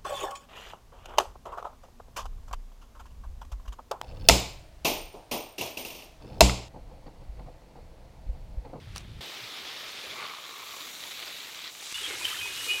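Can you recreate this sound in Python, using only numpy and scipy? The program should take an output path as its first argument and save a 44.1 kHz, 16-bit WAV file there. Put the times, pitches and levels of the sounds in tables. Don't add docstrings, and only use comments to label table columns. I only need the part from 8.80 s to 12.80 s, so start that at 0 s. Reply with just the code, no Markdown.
import sys
import numpy as np
from scipy import signal
from scipy.io import wavfile

SR = 44100
rng = np.random.default_rng(int(sys.argv[2]) if len(sys.argv) > 2 else 0)


def waveform_to_disk(signal):
    frames = np.transpose(np.atleast_2d(signal))
    scaled = np.clip(frames, -1, 1) * 32767
    samples = np.round(scaled).astype(np.int16)
    wavfile.write(sys.argv[1], SR, samples)


N = 176400
TIME = np.arange(N) / SR
SPRAY_ON_S, LAWN_OFF_S, POT_S = 0.4075, 3.14, 3.143
FAN_UNTIL_S, JET_FROM_S = 1.0, 1.66


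def spray():
    narrow = np.clip((TIME - FAN_UNTIL_S) / (JET_FROM_S - FAN_UNTIL_S), 0, 1)
    clumps = rms_one(from_db((0.92 + narrow) * drift(140)))
    drops = blend(impacts(6000, 2.1), impacts(4000, 2.0), narrow)
    water = clumps * (lawn(drops) + hollow()) + nozzle(drops, narrow) + mist()
    return water * fade_in(SPRAY_ON_S, 0.0022) * (1 - fade_in(LAWN_OFF_S, 0.014))


# (time [s], level [dB])
PATTER_LEVEL = [(.42, -42.5), (.84, -41.5), (.91, -39), (1.08, -41), (1.47, -42), (1.58, -45),
                (1.97, -45.5), (2.03, -43), (2.18, -45.5), (2.28, -42.5), (2.62, -43), (2.68, -45),
                (2.875, -42), (2.93, -53), (2.955, -49.5), (3.13, -43)]
THUD_LEVEL = [(.42, -49.5), (.6, -53.5), (1.22, -53), (1.34, -49), (1.6, -57.5), (2.3, -54.5),
              (3.13, -59.5)]
# (frequency [Hz], relative level [dB])
PATTER_TONE = [(800, -11), (1150, -1), (1450, -4), (1900, -2), (2270, 0.5), (2800, -.5), (3650, 3.5),
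               (4100, -0.5), (4700, -3.5), (5600, -7.5)]
THUD_TONE = [(40, -11.5), (190, -7), (450, -1), (900, -2.5)]

def lawn(drops):
    patter = bands(PATTER_TONE, count=17, patchy_db=1.0, flicker=9.8, clicks=drops, grain=0.41)
    thud = bands(THUD_TONE, count=11, patchy_db=1.4, clicks=drops, grain=0.82)
    return level(PATTER_LEVEL) * patter + level(THUD_LEVEL) * thud


# (time [s], level [dB])
FIZZ_LEVEL = [(3.14, -41), (3.38, -42), (3.46, -39.5), (3.55, -41.5), (3.73, -42.5), (3.85, -38.5),
              (4, -41)]
FROTH_LEVEL = [(3.2, -57), (3.38, -60), (3.47, -47.5), (3.68, -55), (3.9, -49.5), (4, -56)]
CHURN_LEVEL = [(3.15, -41.5), (3.3, -37), (3.38, -41), (3.53, -37.5), (3.62, -41), (4, -40)]
SLOSH_LEVEL = [(3.17, -65.5), (3.3, -48), (3.38, -53.5), (4, -53)]
# (frequency [Hz], relative level [dB])
FIZZ_TONE = [(3600, 1), (4600, -3), (8500, -6), (13000, -16), (15800, -26)]
FROTH_TONE = [(10000, -2), (12500, 2), (15800, -8)]
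CHURN_TONE = [(850, -4), (3300, 5.5), (4000, -0.5)]
SLOSH_TONE = [(200, -12.5), (300, -2), (430, 3), (620, -9), (850, -0.5)]
DRONE_TONE = [(25, -9), (90, -1), (150, -8), (220, -15)]

def pot():
    bursts = impacts(2300, 1.5)
    fizz = bands(FIZZ_TONE, count=10, patchy_db=1.0, flicker=40, clicks=bursts, grain=0.55)
    froth = bands(FROTH_TONE, count=5, patchy_db=0, clicks=bursts, grain=0.45)
    churn = bands(CHURN_TONE, count=13, patchy_db=1.5, flicker=40, clicks=impacts(1200, 2.4), grain=0.55)
    slosh = bands(SLOSH_TONE, count=9, patchy_db=4, flicker=18)
    drone = bands(DRONE_TONE, count=8, patchy_db=3)
    highs = level(FIZZ_LEVEL) * fizz + level(FROTH_LEVEL) * froth
    body = level(CHURN_LEVEL) * churn + level(SLOSH_LEVEL) * slosh + from_db(-61) * drone
    return (highs + body) * fade_in(POT_S, 0.0026)


# (peak time [s], pitch [Hz], level [dB], rise [s], fall [s], roughness [0-1])
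POT_RINGS = [(3.144, 2887, -36, 0.0014, 0.065, 0.4), (3.147, 3530, -37.5, .002, 0.036, 0.4),
             (3.247, 3245, -34, 0.0089, 0.015, 0.4), (3.32, 2170, -41, 0.021, 0.029, 0.46),
             (3.43, 2467, -38, 0.012, 0.014, 0.3), (3.456, 3060, -26, 0.0066, .007, 0.56),
             (3.469, 3070, -28.5, 0.0022, .005, 0.3), (3.483, 3080, -32.5, 0.0022, .005, 0.4),
             (3.52, 3080, -35, 0.012, 0.02, 0.9), (3.594, 3110, -34.5, 0.0034, 0.01, 0.5),
             (3.64, 2505, -35, 0.022, 0.066, 0.14), (3.86, 2898, -41, 0.12, 0.04, 0.56),
             (3.914, 2906, -28.5, 0.015, 0.042, 0.33), (3.912, 2470, -26, 0.018, 0.014, 0.3),
             (3.96, 2500, -31.5, 0.018, 0.027, 0.36), (3.998, 2450, -32, 0.0081, .03, 0.3)]

def rings():
    wander_hz, flutter_per_s = 12, 100
    out = np.zeros(N)
    for peak_s, hz, db, rise, fall, rough in POT_RINGS:
        t = TIME - peak_s
        envelope = np.exp(-np.where(t < 0, (t / rise) ** 2 / 2, t / fall))
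        phase = 2 * np.pi * np.cumsum(hz + wander_hz * drift(7.97)) / SR
        shaken = np.sin(phase) + rough * breathy(phase, flutter_per_s)
        out += from_db(db) * envelope * shaken * np.sqrt(2 / (1 + 2 * rough ** 2))
    return out


# (time [s], level [dB], starting pitch [Hz])
BUBBLES = [(3.305, -35.5, 427), (3.308, -29, 1440), (3.412, -33.5, 960), (3.527, -25.5, 1270),
           (3.544, -26, 1780), (3.564, -29, 1450), (3.657, -32.5, 946), (3.676, -24, 2210)]

def bubbles():
    ring_cycles, pitch_rise, attack_s = 31, 0.041, 0.0009
    out = np.zeros(N)
    for start, db, hz in BUBBLES:
        t = np.maximum(TIME - start, 0)
        age = np.minimum(t * hz / ring_cycles, 2)
        envelope = from_db(db - 60 * age) * (1 - np.exp(-t / attack_s))
        out += envelope * np.sin(2 * np.pi * hz * t * (1 + pitch_rise * age))
    return out


# (pitch [Hz], filter width [Hz], relative level [dB])
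LEAF_RESONANCES = [(2300, 400, -0.92), (3800, 1040, -0.1)]
# (time [s], level [dB])
SPURTS = [(2.2365, -33), (2.3184, -39), (2.3727, -33.5), (2.472, -35), (2.747, -39), (2.876, -31),
          (2.9494, -36), (3.0362, -46)]

def leaf_taps():
    taps = from_db(-6) * level(PATTER_LEVEL) * resonances(impacts(330, 2.2), LEAF_RESONANCES)
    taps *= fade_in(JET_FROM_S, 0.22) * (1 - fade_in(LAWN_OFF_S, .01))
    attack_s, fall_s = 0.0005, 0.0036
    clumps = np.zeros(N)
    for start, db in SPURTS:
        t = np.maximum(TIME - start, 0)
        clumps += from_db(db) * (1 - decay(t, attack_s)) * decay(t, fall_s)
    splat = bands(PATTER_TONE, count=9, patchy_db=1.5, clicks=impacts(3000, 1.7), grain=0.7)
    return taps + clumps * splat


# (time [s], level [dB], pitch [Hz], ring length [cycles], tick relative to ring [dB])
HEAVY_DROPS = [(.1611, -29, 3000, 24, -1), (.1612, -31, 1250, 12, -12), (.1806, -28.5, 5700, 50, -3),
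               (3.1255, -28, 4300, 14, -1), (3.453, -17.5, 3050, 26, -11)]

def heavy_drops():
    tick_band = signal.butter(1, [1100, 5000], "band", fs=SR, output="sos")
    out = np.zeros(N)
    for start, db, hz, cycles, tick_db in HEAVY_DROPS:
        t = np.maximum(TIME - start, 0)
        ring = from_db(-60 * np.minimum(t * hz / cycles, 2)) * np.sin(2 * np.pi * hz * t)
        noise = rms_one(signal.sosfilt(tick_band, rng.standard_normal(N)))
        tick = from_db(tick_db) * decay(t, fall_s=.0008) * noise
        out += (t > 0) * from_db(db) * (ring + tick)
    return out


# (time [s], level [dB])
HOLLOW_LEVEL = [(1.3, -56), (1.405, -40), (1.52, -44), (1.62, -53), (1.82, -47.5), (1.94, -50),
                (2.08, -55.5)]
# (pitch [Hz], filter width [Hz], relative level [dB])
HOLLOW_RESONANCES = [(1123, 330, 4), (2180, 560, -4.5)]

def hollow():
    sputter = from_db(3.5 * drift(40))
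    return passing(HOLLOW_LEVEL) * resonances(sputter * impacts(1500, 0.99), HOLLOW_RESONANCES)


# (time [s], pitch [Hz])
GLIDE_PITCH = [(1.25, 2514), (1.42, 2147.5)]
# (time [s], level [dB])
GLIDE_LEVEL = [(1.22, -56), (1.31, -51), (1.4, -44), (1.44, -58)]

def hollow_glide():
    phase = 2 * np.pi * np.cumsum(np.interp(TIME, *np.transpose(GLIDE_PITCH))) / SR
    return passing(GLIDE_LEVEL) * breathy(phase, flutter_per_s=130)


# (time [s], level [dB])
SWEEP_LEVEL = [(2.89, -56), (3.07, -43), (3.128, -43), (3.145, -49)]
# (frequency [Hz], relative level [dB])
SWEEP_TONE = [(2800, -3), (7200, -0.5), (11000, -14), (14000, -24)]

def sweep():
    sizzle = bands(SWEEP_TONE, count=9, patchy_db=2.0, flicker=28, clicks=impacts(1500, 2.5), grain=.55)
    return passing(SWEEP_LEVEL) * sizzle


# (time [s], level [dB])
HISS_LEVEL = [(.42, -54), (1.35, -53), (1.55, -55), (2.1, -49), (3.12, -54)]
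# (frequency [Hz], relative level [dB])
FAN_TONE = [(5500, -3.5), (7500, -11.5), (11000, -17)]
JET_TONE = [(5500, -3.5), (7200, -3.5), (8700, -12), (9600, -9.5), (11000, -11.5)]

def nozzle(drops, narrow):
    fan = bands(FAN_TONE, count=5, patchy_db=1.5, clicks=drops, grain=.3)
    jet = bands(JET_TONE, count=12, patchy_db=1.7, clicks=drops, grain=0.49)
    return level(HISS_LEVEL) * blend(fan, jet, narrow)


# (time [s], level [dB])
MIST_LEVEL = [(.42, -59), (1.58, -61), (1.92, -54.5), (2.2, -53.5), (3.13, -59)]
# (frequency [Hz], relative level [dB])
MIST_TONE = [(11000, -1), (12600, 3.5), (14200, 1.5), (15800, -2)]

def mist():
    sizzle = bands(MIST_TONE, count=4, patchy_db=1.6, flicker=29, clicks=impacts(4000, 2.4), grain=0.71)
    return level(MIST_LEVEL) * sizzle


# (time [s], level [dB])
WIND_LEVEL = [(0, -45.5), (.2, -45), (.27, -43), (.4, -43.5)]
FLICK_LEVEL = [(.14, -75), (.152, -50), (.17, -41), (.189, -57), (.208, -54), (.235, -70)]
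# (frequency [Hz], relative level [dB])
WIND_TONE = [(20, -10), (85, -3), (130, -13.5), (190, -12.5), (250, -28), (400, -38)]
RUSTLE_TONE = [(300, -12), (480, -17.5), (1300, -21), (3500, -18), (6100, -31), (15500, -43)]
FLICK_TONE = [(300, -19), (1100, 0.5), (2060, -4), (3400, 2), (5000, -5), (10100, -13), (15500, -36)]

def wind_and_flick():
    wind = bands(WIND_TONE, count=8, patchy_db=2.5)
    rustle = bands(RUSTLE_TONE, count=14, patchy_db=1.0, clicks=impacts(600, 1.6), grain=0.18)
    flick = bands(FLICK_TONE, count=10, patchy_db=1.5, flicker=83, clicks=impacts(1500, 3.7), grain=0.43)
    mix = level(WIND_LEVEL) * wind + from_db(-55) * rustle + passing(FLICK_LEVEL) * flick
    return mix * (1 - fade_in(SPRAY_ON_S, 0.0045))


def hand_bump():
    peak_s, width_s, hz = 0.638, 0.013, 118
    envelope = np.exp(-((TIME - peak_s) / width_s) ** 2 / 2)
    return from_db(-50) * envelope * np.sin(2 * np.pi * hz * TIME)


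def from_db(db):
    return 10 ** (np.asarray(db) / 20)


def rms_one(x):
    return x / np.sqrt(np.mean(x ** 2) + 1e-20)


def level(rows):
    return from_db(np.interp(TIME, *np.transpose(rows)))


def passing(rows):
    return level(rows) * (TIME > rows[0][0]) * (TIME < rows[-1][0])


def fade_in(at, length):
    return np.clip((TIME - at) / length + .5, 0, 1)


def decay(t, fall_s):
    return np.exp(-np.minimum(t / fall_s, 20))


def blend(first, second, share):
    return np.sqrt(1 - share) * first + np.sqrt(share) * second


def drift(rate):
    step, warm_up = 40, 2000
    r = np.exp(-2 * np.pi * step * rate / SR)
    noise = rng.standard_normal(N // step + warm_up + 2)
    slow = signal.lfilter([1], [1, -2 * r, r * r], noise)[warm_up:]
    return np.interp(np.arange(N) / step, np.arange(len(slow)), rms_one(slow))


def breathy(phase, flutter_per_s):
    return drift(flutter_per_s) * np.sin(phase) + drift(flutter_per_s) * np.cos(phase)


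def impacts(per_s, spread_db):
    sizes = from_db(spread_db * np.minimum(rng.exponential(1, N), 4.5))
    signs = np.sign(rng.random(N) - .5)
    hits = rng.random(N) < per_s / SR
    return rms_one(sizes * signs * hits)


def resonate(x, hz, width_hz):
    r = np.exp(-np.pi * width_hz / SR)
    feedback = [1, -2 * r * np.cos(2 * np.pi * hz / SR), r * r]
    return signal.lfilter(np.array([1, 0, -1]) * (1 - r * r) / 2, feedback, x + 1e-18)


def resonances(x, rows):
    return rms_one(sum(from_db(db) * resonate(resonate(x, hz, width), hz, width) for hz, width, db in rows))


def bands(tone, count, patchy_db, flicker=10, clicks=0, grain=0):
    hz, db = np.transpose(tone)
    edges = np.geomspace(hz[0], hz[-1], count + 1)
    drive = np.sqrt(1 - grain + grain * np.square(clicks))
    out = np.zeros(N)
    for low, high in zip(edges, edges[1:]):
        band_filter = signal.butter(2, [low, high], "band", fs=SR, output="sos")
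        band = signal.sosfilt(band_filter, drive * rng.standard_normal(N))
        band_db = np.interp(np.log(low * high) / 2, np.log(hz), db)
        out += band * from_db(band_db + patchy_db * drift(flicker))
    return rms_one(out)


def scene():
    mix = wind_and_flick() + spray() + sweep() + pot() + rings() + bubbles()
    mix += heavy_drops() + hand_bump() + hollow_glide() + leaf_taps()
    return np.tile(mix, (2, 1))


def record(dry):
    cutoff_hz = 15900
    return signal.sosfilt(signal.ellip(12, .1, 90, cutoff_hz, fs=SR, output="sos"), dry)


dry = scene()
out = record(dry)
waveform_to_disk(out)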